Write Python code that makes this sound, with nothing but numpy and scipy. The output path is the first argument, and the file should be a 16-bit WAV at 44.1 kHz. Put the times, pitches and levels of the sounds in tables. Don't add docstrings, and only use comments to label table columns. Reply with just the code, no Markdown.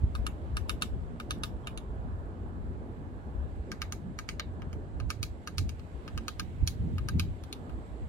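import sys
import numpy as np
from scipy import signal
from scipy.fft import rfft, irfft, next_fast_len
from scipy.io import wavfile
from scipy.ndimage import uniform_filter1d, map_coordinates

SR = 44100
rng = np.random.default_rng(int(sys.argv[2]) if len(sys.argv) > 2 else 0)


def generate_wav(signal):
    frames = np.transpose(np.atleast_2d(signal))
    scaled = np.clip(frames, -1, 1) * 32767
    pcm = np.round(scaled).astype(np.int16)
    wavfile.write(sys.argv[1], SR, pcm)


def gain_from_db(level_db):
    decades = np.asarray(level_db, float) / 20
    return 10 ** decades


N = 356328

BLOW_SIZE = 8192
BLOW_HZ = np.fft.rfftfreq(BLOW_SIZE, 1 / SR)


def unit(x):
    return x / np.sqrt(np.mean(x ** 2, axis=-1, keepdims=True) + 1e-20)


def along(points, hz):
    f, v = np.transpose(points)
    return np.interp(np.log(hz + 1), np.log(f + 1), v)


def curves(rows):
    s, *columns = np.transpose(rows)
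    return [np.interp(np.arange(N) / SR, s, column) for column in columns]


def wobble(rate):
    steps = np.arange(0, N + 64, 64)
    knots = rng.standard_normal(int(N * 40 / SR) + 4)
    return np.interp(np.arange(N), steps, map_coordinates(knots, [steps * rate / SR]))


def panned(db):
    return gain_from_db(np.array([db / 2, -db / 2]))


def delayed(s):
    return np.exp(-2j * np.pi * BLOW_HZ * s)


def rush(spectrum, alike, sides, patchy_db=None):
    pair = rng.standard_normal((2, N + 512))
    if patchy_db:
        z = signal.stft(pair, nperseg=512)[2]
        field = uniform_filter1d(rng.standard_normal(z.shape[1:]), size=6, axis=0)
        field = uniform_filter1d(field, size=14, axis=1)
        pair = signal.istft(z * gain_from_db(patchy_db * field / field.std()), nperseg=512)[1]
    m = next_fast_len(N + 8192)
    hz = np.fft.rfftfreq(m, 1 / SR)
    turn = np.arccos(np.clip(along(alike, hz), -1, 1)) / 2
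    mid, side = rfft(pair, m) * gain_from_db(along(spectrum, hz)) * [np.cos(turn), np.sin(turn)]
    out = irfft(np.array([mid + side, mid - side]) * panned(along(sides, hz)), m)[:, :N]
    return out / np.sqrt(np.mean(out ** 2))


def pecking():
    moves_s = [2.7, 4.85]
    # (time [s], ring level [dB], then over it: hollow knock [dB], upper ring
    # [dB], bite into the bark [dB])
    taps = [
        (0.152, -51.4, 12.1, 2.8, -6.4),
        (0.266, -38.4, 2.3, -5.6, -6.7),
        (0.5689, -39.8, 3.8, -3.8, -5.7),
        (0.6945, -35.0, 0.5, -2.8, -6.8),
        (0.8213, -34.1, 0.9, 0.7, -6.1),
        (1.2002, -46.2, 5.5, -3.9, -12.4),
        (1.3076, -38.4, 2.2, 1.1, -5.0),
        (1.4352, -38.5, 1.5, 0.5, -5.2),
        (1.6716, -40.4, -2.5, -5.1, -11.1),
        (1.7753, -46.2, -5.6, -2.2, -6.2),
            (3.717, -44.3, 2.9, -4.4, -4.0), (3.8182, -36.8, -1.5, -5.7, -5.5),
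                  (3.923, -45.8, 1.6, -1.5, 4.7), (4.1888, -42.6, 2.3, -5.0, -4.1),
                  (4.2894, -37.8, -5.1, -4.1, -8.0), (4.3967, -37.9, -0.4, -0.5, -9.2),
                  (4.62, -53.2, 1.7, -13.4, -14.7), (4.7296, -54.7, -1.3, -11.8, -5.6),
                  (5.0006, -51.2, 5.4, -3.7, -9.9), (5.103, -39.5, 3.3, -2.1, -2.3),
                  (5.229, -40.0, -5.6, 1.7, -0.4), (5.474, -45.6, 6.6, -1.2, -1.7),
                  (5.582, -39.9, -3.0, 3.2, 0.7), (5.692, -50.0, -5.5, -1.1, -1.7),
                  (5.795, -63.0, -0.0, -1.4, -7.2), (6.0782, -50.5, 4.0, -4.5, -9.0),
                  (6.1765, -44.5, 2.3, -4.8, -5.1), (6.2814, -41.4, 4.6, 0.3, -1.0),
                  (6.3961, -40.4, 2.7, 0.4, -1.5), (6.6749, -40.4, -9.3, 4.7, 4.6),
                  (6.9822, -49.2, 5.0, -5.8, -9.1), (7.0863, -44.4, 6.0, 1.2, -0.3),
                  (7.196, -35.4, -7.0, -1.4, -6.2), (7.437, -62.1, 4.0, 3.0, 0.8),
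                  (7.5268, -46.6, -10.3, 4.9, -1.6), (7.695, -62.0, 5.0, -11.2, -14.6)]
    # (time [s], lead of the left port [s], splinters over crack [dB])
    perch = [(0, 0.00021, -2), (2, .00019, -1), (3.5, 0.00011, -10.5), (4.5, .0001, -11.5),
             (5, .0001, -5.5), (6.3, 0.000098, -8), (6.7, .0001, -4), (8, 0.000091, -1)]
    crumble_db = -12, -10, -8, -4, -3
    out = np.zeros((2, N + BLOW_SIZE))
    echoes = nearby_copies()
    perch_s, leads, splinters_db = np.transpose(perch)
    push = delayed(0.000583) / (1 + 1j * BLOW_HZ / 7500) ** 2
    for s, db, knock_db, upper_db, bite_db in taps:
        spot = np.searchsorted(moves_s, s)
        splinter_db = bite_db + np.interp(s, perch_s, splinters_db)
        group_db = knock_db, 0, upper_db, bite_db, splinter_db
        crushed = crushed_bark()
        blow, spread = 0, 0
        for (modes, blurred), rel_db, rough_db in zip(branch_groups(spot), group_db, crumble_db):
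            part = (push + gain_from_db(rough_db) * crushed) * modes
            blow = blow + gain_from_db(db + rel_db + 66) * part / np.linalg.norm(part)
            spread = spread + gain_from_db(db + rel_db + 51.5) * blurred / np.linalg.norm(blurred)
        ports = [delayed(0), delayed(np.interp(s, perch_s, leads))]
        heard = irfft(blow * ports * (1 + echoes[spot]), BLOW_SIZE)
        start = round((s - 0.0008) * SR)
        out[:, start:start + BLOW_SIZE] += heard + scattered(spread * delayed(0.006))
        lead_in = rfft(rng.standard_normal((2, 600)) * np.hanning(600), BLOW_SIZE)
        start = round((s - 0.012) * SR)
        out[:, start:start + BLOW_SIZE] += gain_from_db(-41 + 3 * rng.standard_normal()) * irfft(lead_in * spread, BLOW_SIZE)
    return out[:, :N]


def branch_groups(spot):
    # (frequency [Hz], width [Hz], left and right level [dB]
    wood = [(1232, 70, 12.0, 8.0, 13.0, 9.0, 11.0, 8.0), (1513, 70, -1.0, 2.0, -1.0, -2.0, -2.0, -2.0),
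            (1608, 70, 2.0, 3.0, 6.0, 2.0, 2.0, 1.0), (1772, 70, -10.0, -16.0, -13.0, -14.0, -7.0, -14.0),
            (2241, 104, -14.0, 4.0, 0.0, 6.0, -8.0, 2.0), (2537, 70, -14.0, 2.0, -17.0, -8.0, -5.0, -0.0),
            (2780, 166, -3.0, 6.0, -7.0, -1.0, -6.0, -1.0), (3102, 83, -10.0, 0.0, -2.0, 0.0, -2.0, -6.0),
            (3412, 147, -9.0, -8.0, -6.0, -9.0, -6.0, -7.0),
            (3744, 147, -1.0, -2.0, -3.0, -8.0, -2.0, -6.0), (4015, 96, -4.0, -2.0, -2.0, -1.0, -2.0, -3.0),
            (4344, 400, -2.0, -4.0, -3.0, -5.0, -2.0, -3.0),
            (4556, 285, -7.0, -7.0, -10.0, 2.0, -11.0, 3.0),
            (4960, 400, -3.0, -8.0, -5.0, -5.0, -6.0, -2.0)]
    # (frequency [Hz], width [Hz], left and right level [dB]
    # at the first spot, left and right level [dB] at the second)
    loose_bark = [(5220, 480, -9, -5, -4, 5), (5940, 340, -15, -7, -12.5, 0.5), (6260, 270, -2, -6, 6, 2),
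                  (7180, 250, -3, -7, -6.5, -7.5), (7860, 300, -11, -9.5, -16, -15),
                  (8980, 310, -3, 4, -11, -12), (9160, 360, 1, 6, -11, 0), (9900, 620, 0, 11, -3, 1),
                  (10640, 620, -5, 1, -9, 3.5), (11480, 460, -7, 0, -6.5, -6), (12060, 880, -9, 2, -6, -8),
                  (13400, 620, -10, -18, -8, -5), (14600, 730, -16, -21, -26, -13),
                  (15500, 730, -28, -31, -27, -20)]
    group_edges_hz = [1950, 3250, 4700, 8200]
    node_width_hz = 367, 10, 360
    f = BLOW_HZ
    branch = wood + [row + row[-2:] for row in loose_bark]
    centre, width, *port_db = np.transpose(branch)[:, :, None]
    group = np.searchsorted(group_edges_hz, centre[:, 0])
    sign = (-1.) ** (np.arange(len(branch)) + (group > 0))[:, None]

    def ring(c, w):
        return sign * 1j * f * w / (c * c - f * f + 1j * f * w)

    no_bass = (1j * f / (1000 + 1j * f)) ** 2
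    node = 1 - 1j * f * node_width_hz[spot] / (1960 ** 2 - f * f + 1j * f * 380)
    thin = no_bass * node
    pitch_luck, level_luck = rng.standard_normal((2, len(branch), 1))
    gains = gain_from_db(np.array(port_db[2 * spot:2 * spot + 2]) + 1.8 * level_luck)
    modes = gains * ring(centre * (1 + 0.003 * pitch_luck), width) * thin
    blurred = gains.mean(0) * ring(centre, 4.5 * width) * thin
    return [(modes[:, group == g].sum(1), blurred[group == g].sum(0)) for g in range(5)]


def crushed_bark():
    t = np.arange(BLOW_SIZE) / SR
    burst = rng.standard_normal((3, BLOW_SIZE)) * gain_from_db(-60 * t / 0.0096) * (1 - np.exp(-t / 0.0011)) ** 2
    return rfft(burst[0] + 0.5 * burst[1:]) * 1j * BLOW_HZ / (5000 + 1j * BLOW_HZ)


def nearby_copies():
    # (delay [s], left level [dB], right level [dB])
    early = [(.0012, -22, -11.5), (.0021, -15, -13.5), (.0033, -24, -20), (.0051, -30, -17),
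             (.0089, -23, -16), (0.0108, -22, -18), (0.012, -21, -30)]
    # (delay [s], left level [dB], right level [dB])
    ground_copies = [(.0073, -9, -10), (.0064, -8, -11), (.00641, -7.5, -10)]

    def copy(s, left_db, right_db):
        return gain_from_db(np.array([[left_db], [right_db]])) * delayed(s) / (1 + 1j * BLOW_HZ * s / 70)

    return [sum(copy(*row) for row in early + [ground]) for ground in ground_copies]


def scattered(spectrum):
    # (frequency [Hz], time to fall 60 dB [s])
    trunks = [(800, 0.038), (2500, 0.19), (6000, 0.16), (10000, 0.17), (15000, 0.15)]
    hz, t, z = signal.stft(rng.standard_normal((2, BLOW_SIZE - 1024)), SR, nperseg=256)
    tail = signal.istft(z * gain_from_db(-60 * t / along(trunks, hz)[:, None]), SR, nperseg=256)[1]
    return irfft(spectrum * rfft(tail / np.linalg.norm(tail[0]), BLOW_SIZE), BLOW_SIZE)


def ticks():
    # (time [s], peak level [dB], left-right difference [dB])
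    crumbs = [(0.173, -62, -11), (1.3853, -58, -6), (1.951, -66, -2.0), (2.2094, -73, -0.5),
              (2.2593, -70, 3.0), (2.4857, -68, -1.0), (2.9157, -72, 3.0), (3.5603, -66, 6),
              (3.6252, -72, -0.5), (4.538, -66, 1.1), (5.4345, -67, 1.0), (7.6594, -71, 0.5)]
    out, t = np.zeros((2, N + 512)), np.arange(512) / SR
    band = signal.butter(2, [7500, 12000], "bandpass", fs=SR, output="sos")
    for s, db, side_db in crumbs:
        click = signal.sosfilt(band, rng.standard_normal(len(t)) * gain_from_db(-60 * t / 0.0071))
        start = round(s * SR)
        out[:, start:start + len(t)] += gain_from_db(db) * panned(side_db)[:, None] * click / np.abs(click).max()
    return out[:, :N]


def cheep():
    # (time [s], frequency [Hz], level [dB])
    note = [
        (1.63, 3250, -95),
        (1.64, 3240, -71),
        (1.666, 3170, -79),
        (1.676, 2940, -50),
        (1.686, 2524, -52),
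        (1.698, 2395, -59),
        (1.712, 2460, -71),
        (1.722, 2480, -92),
    ]
    pulses_hz, rough_db = 85, 5
    hz, db = curves(note)
    trill = (1 + np.cos(2 * np.pi * pulses_hz * (np.arange(N) / SR - 1.684))) / 2
    hoarse_db = rough_db * unit(uniform_filter1d(rng.standard_normal(N), size=150))
    tone = np.sin(2 * np.pi * np.cumsum(hz) / SR)
    return panned(-1.8)[:, None] * gain_from_db(db + 2.5 + hoarse_db) * (0.25 + trill) * tone


def swells(rows, pan_share):
    rise_over_fall = 0.73
    steps = np.arange(0, N + 64, 64)
    s, fall_s, db, side_db = np.transpose(rows)[:, :, None]
    away = steps / SR - s
    drop_db = 10 * np.maximum(away, -away / rise_over_fall) / fall_s
    power = (panned(pan_share * side_db) * gain_from_db(db - drop_db)) ** 2
    return np.array([np.interp(np.arange(N), steps, port.sum(0)) for port in power])


def thumps():
    # (time [s], peak level [dB], frequency [Hz], left-right difference [dB])
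    pushes = [
        (0.0414, -16.5, 71.5, 3),
        (0.043, -30, 190, 1.1),
        (6.638, -18, 77, -1),
        (6.628, -26, 190, .3),
        (7.165, -24, 110, 1.5),
        (6.805, -29, 90, 0),
        (6.84, -27, 85, 0),
        (7.065, -28, 95, 0),
        (7.258, -29, 105, 0),
    ]
    out, t = np.zeros((2, N)), np.arange(N) / SR
    for s, db, hz, side_db in pushes:
        cycles = (t - s) * hz
        pulse = -np.cos(2 * np.pi * cycles) * np.exp(-(cycles / 0.5) ** 2)
        out += gain_from_db(db) * panned(side_db)[:, None] * pulse
    return out


def wind():
    # (time [s], strength [dB])
    breeze = [(0, -47.5), (1, -48), (3, -48), (4.9, -48.5), (5.45, -51.5), (6.3, -51.5), (6.6, -46),
              (6.95, -40), (7.18, -46), (7.3, -51), (8.08, -50.5)]
    # (time [s], time to fall 10 dB [s], slow buffet [dB], faster buffet over it [dB],
    # left-right difference [dB])
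    strong = [(0.04, 0.04, -29.5, -5.5, -10), (0.2, 0.08, -31, -13, 10), (0.54, 0.16, -34.5, -5.5, 10),
              (0.74, .03, -43, 6.5, 11), (0.94, 0.08, -35.5, -3.5, 5), (2.09, 0.2, -39, -4.5, -2),
              (2.65, 0.2, -41, -3, 2), (3.4, 0.15, -37, -10.5, 17), (3.96, 0.1, -44.5, 0.5, 4),
              (4.66, .06, -45.5, 4, -4), (5.04, 0.09, -39, -0.2, -22), (5.145, 0, -41, 3, 15),
              (5.22, .05, -43.5, 7, -9), (5.6, 0.05, -38, 4, -13), (5.67, 0.09, -36, -0.5, 7),
              (6.165, .05, -38, 2, -4), (6.41, 0.07, -38, -8, -14), (6.62, .07, -31.5, -1, 1),
              (6.82, .06, -37, 1, 1), (7.02, .06, -42, 8.5, 10), (7.16, 0.0653, -37, 11, -2),
              (7.28, 0.06, -40, 4, 12)]
    # (time [s], level [dB], left-right difference [dB])
    puffs = [(1.06, -34.5, 14), (1.28, -41, 18), (1.39, -41.5, -8), (1.55, -42.5, -3), (1.75, -41, -3),
             (1.91, -37.5, -7), (2.45, -42, -4), (3.05, -48, -2.1), (3.6, -39, 3), (4.32, -46, 17),
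             (4.5, -42, 4), (4.77, -41, -8), (4.95, -36, -14), (5.3, -42, 0), (5.96, -43, 4),
             (6.48, -44, -6), (7.76, -38, -16), (7.92, -40, -11), (8.03, -36, -9)]
    # (frequency [Hz], density [dB per Hz])
    slow_spectrum = [(12, -44), (22, -14), (45, -0.5), (62, 4.5), (78, -2), (110, -35.5), (200, -64.5),
                     (400, -130)]
    # (frequency [Hz], density [dB per Hz])
    faster_spectrum = [(40, -40), (65, -7.5), (85, 5.5), (105, -2), (135, -8.5), (190, -20.5), (300, -63.5),
                       (600, -130)]
    # (frequency [Hz], density [dB per Hz])
    flutter_spectrum = [(60, -30), (120, 6), (180, 7), (260, -0.5), (400, -9.5), (700, -39), (1500, -130)]
    puff_s, puff_faster_db = 0.062, -12.5
    calm_slow_db, calm_faster_db, calm_flutter_db = -1, -0.25, -0.3
    gust_flutter_db = -7.5
    breeze_db, = curves(breeze)
    gusts = strong + [(s, puff_s, db, puff_faster_db, side_db) for s, db, side_db in puffs]
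    heavy = [(s, fall_s, db, side_db) for s, fall_s, db, faster_db, side_db in gusts]
    quick = [(s, fall_s, db + faster_db, side_db) for s, fall_s, db, faster_db, side_db in gusts]

    def strength(calm_db, power):
        return np.sqrt(gain_from_db(breeze_db + calm_db) ** 2 + power)

    def lumps(depth_db):
        return gain_from_db(depth_db * np.array([wobble(24), wobble(16)]))

    slow = unit(lumps(0.31) * rush(slow_spectrum, [(30, 0.35)], [(30, -0.3)]))
    faster = unit(lumps(0.97) * rush(faster_spectrum, [(90, 0.55)], [(90, 0.1)]))
    flutter = unit(lumps(4) * rush(flutter_spectrum, [(120, 0.65), (300, 0.7)], [(120, -0.48), (300, -1.7)]))
    out = strength(calm_slow_db, swells(heavy, 0.44)) * slow
    out += strength(calm_faster_db, swells(quick, 0.5)) * faster
    out *= gain_from_db(2.5)
    out += strength(calm_flutter_db, gain_from_db(gust_flutter_db) ** 2 * swells(quick, 0.69)) * flutter
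    return out + thumps()


def distance():
    # (time [s], level [dB])
    far = [(0.0, -53.5), (2.4, -53.5), (4.05, -54.5), (4.79, -53.5), (5.15, -56.5), (5.92, -56),
           (6.21, -52.5), (6.75, -57.5), (7.79, -53.5), (8.08, -53.5)]
    # (time [s], hiss level [dB], twig whine level [dB])
    air = [(0, -66.5, -82), (2.5, -70.5, -86), (3.6, -69, -83), (5, -70, -82), (6.3, -65, -80),
           (8.08, -67.5, -77.5)]
    # (frequency [Hz], density [dB per Hz])
    roar_spectrum = [(120, -40), (200, -8.5), (227, -1.5), (265, -5.5), (425, -8.5), (528, -11.5),
                     (780, -14.5), (1240, -21.5), (1750, -25), (2280, -68), (3850, -120)]
    # (frequency [Hz], density [dB per Hz])
    hiss_spectrum = [(1000, -33), (1700, -13), (1950, -4), (2400, -9), (3300, -12), (4400, -16.5),
                     (5200, -21.5), (7000, -21), (9500, -23.5), (11500, -25), (12500, -28), (15000, -34),
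                     (16000, -37), (16600, -87)]
    # (frequency [Hz], density [dB per Hz])
    whine_spectrum = [(6000, -38), (7100, -1), (7500, 9), (7850, 5), (8200, 2), (9200, -33)]
    # (frequency [Hz], correlation [-1 to 1])
    alike = [(60, 0.83), (130, 0.66), (290, 0.95), (640, 0.51), (1410, -0.55), (3100, 0.23), (6820, -0.071),
             (15000, -0.086)]
    # (frequency [Hz], left-right difference [dB])
    sides = [(60, 0), (110, 21), (200, -2.5), (380, -2.0), (700, -2.5), (1290, -5), (2380, -7), (4400, -7),
             (8120, 0), (15000, -6)]
    roar_db, = curves(far)
    hiss_db, whine_db = curves(air)
    roar = gain_from_db(roar_db + 5 + 0.8 * wobble(2.63)) * rush(roar_spectrum, alike, sides, patchy_db=1.33)
    hiss = gain_from_db(hiss_db + 0.1 * wobble(0.89)) * rush(hiss_spectrum, alike, sides, patchy_db=-1.0)
    whine = rush(whine_spectrum, [(7700, 0.078)], [(7700, 16)], patchy_db=1.5)
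    return roar + hiss + gain_from_db(whine_db + 0.69 * wobble(2.06)) * whine


def scene():
    return pecking() + ticks() + cheep() + wind() + distance()


def roll_off(x):
    return signal.sosfilt(signal.butter(12, 16500, fs=SR, output="sos"), x)


def record(dry):
    # (frequency [Hz], over the band's quiet level [dB])
    gate = [(8500, -6), (11500, -2.6), (12300, -.4), (15500, .4)]
    top_hz = 15900
    hz, _, z = signal.stft(dry, SR, nperseg=1024)
    hz = hz[:, None]
    power = uniform_filter1d(np.mean(np.abs(z) ** 2, 0), size=12, axis=0)
    power = uniform_filter1d(power, size=2, axis=1)
    soft = np.minimum(power, np.percentile(power, 60, axis=1, keepdims=True))
    quiet = np.exp(uniform_filter1d(np.log(soft + 1e-30), size=90, axis=1))
    kept = (hz < gate[0][0]) | (power > gain_from_db(along(gate, hz)) ** 2 * quiet)
    z = z * kept / np.sqrt(1 + (hz / top_hz) ** 120)
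    mix = signal.istft(z, SR, nperseg=1024)[1][:, :N]
    return roll_off(mix)


dry = scene()
out = record(dry)
generate_wav(out)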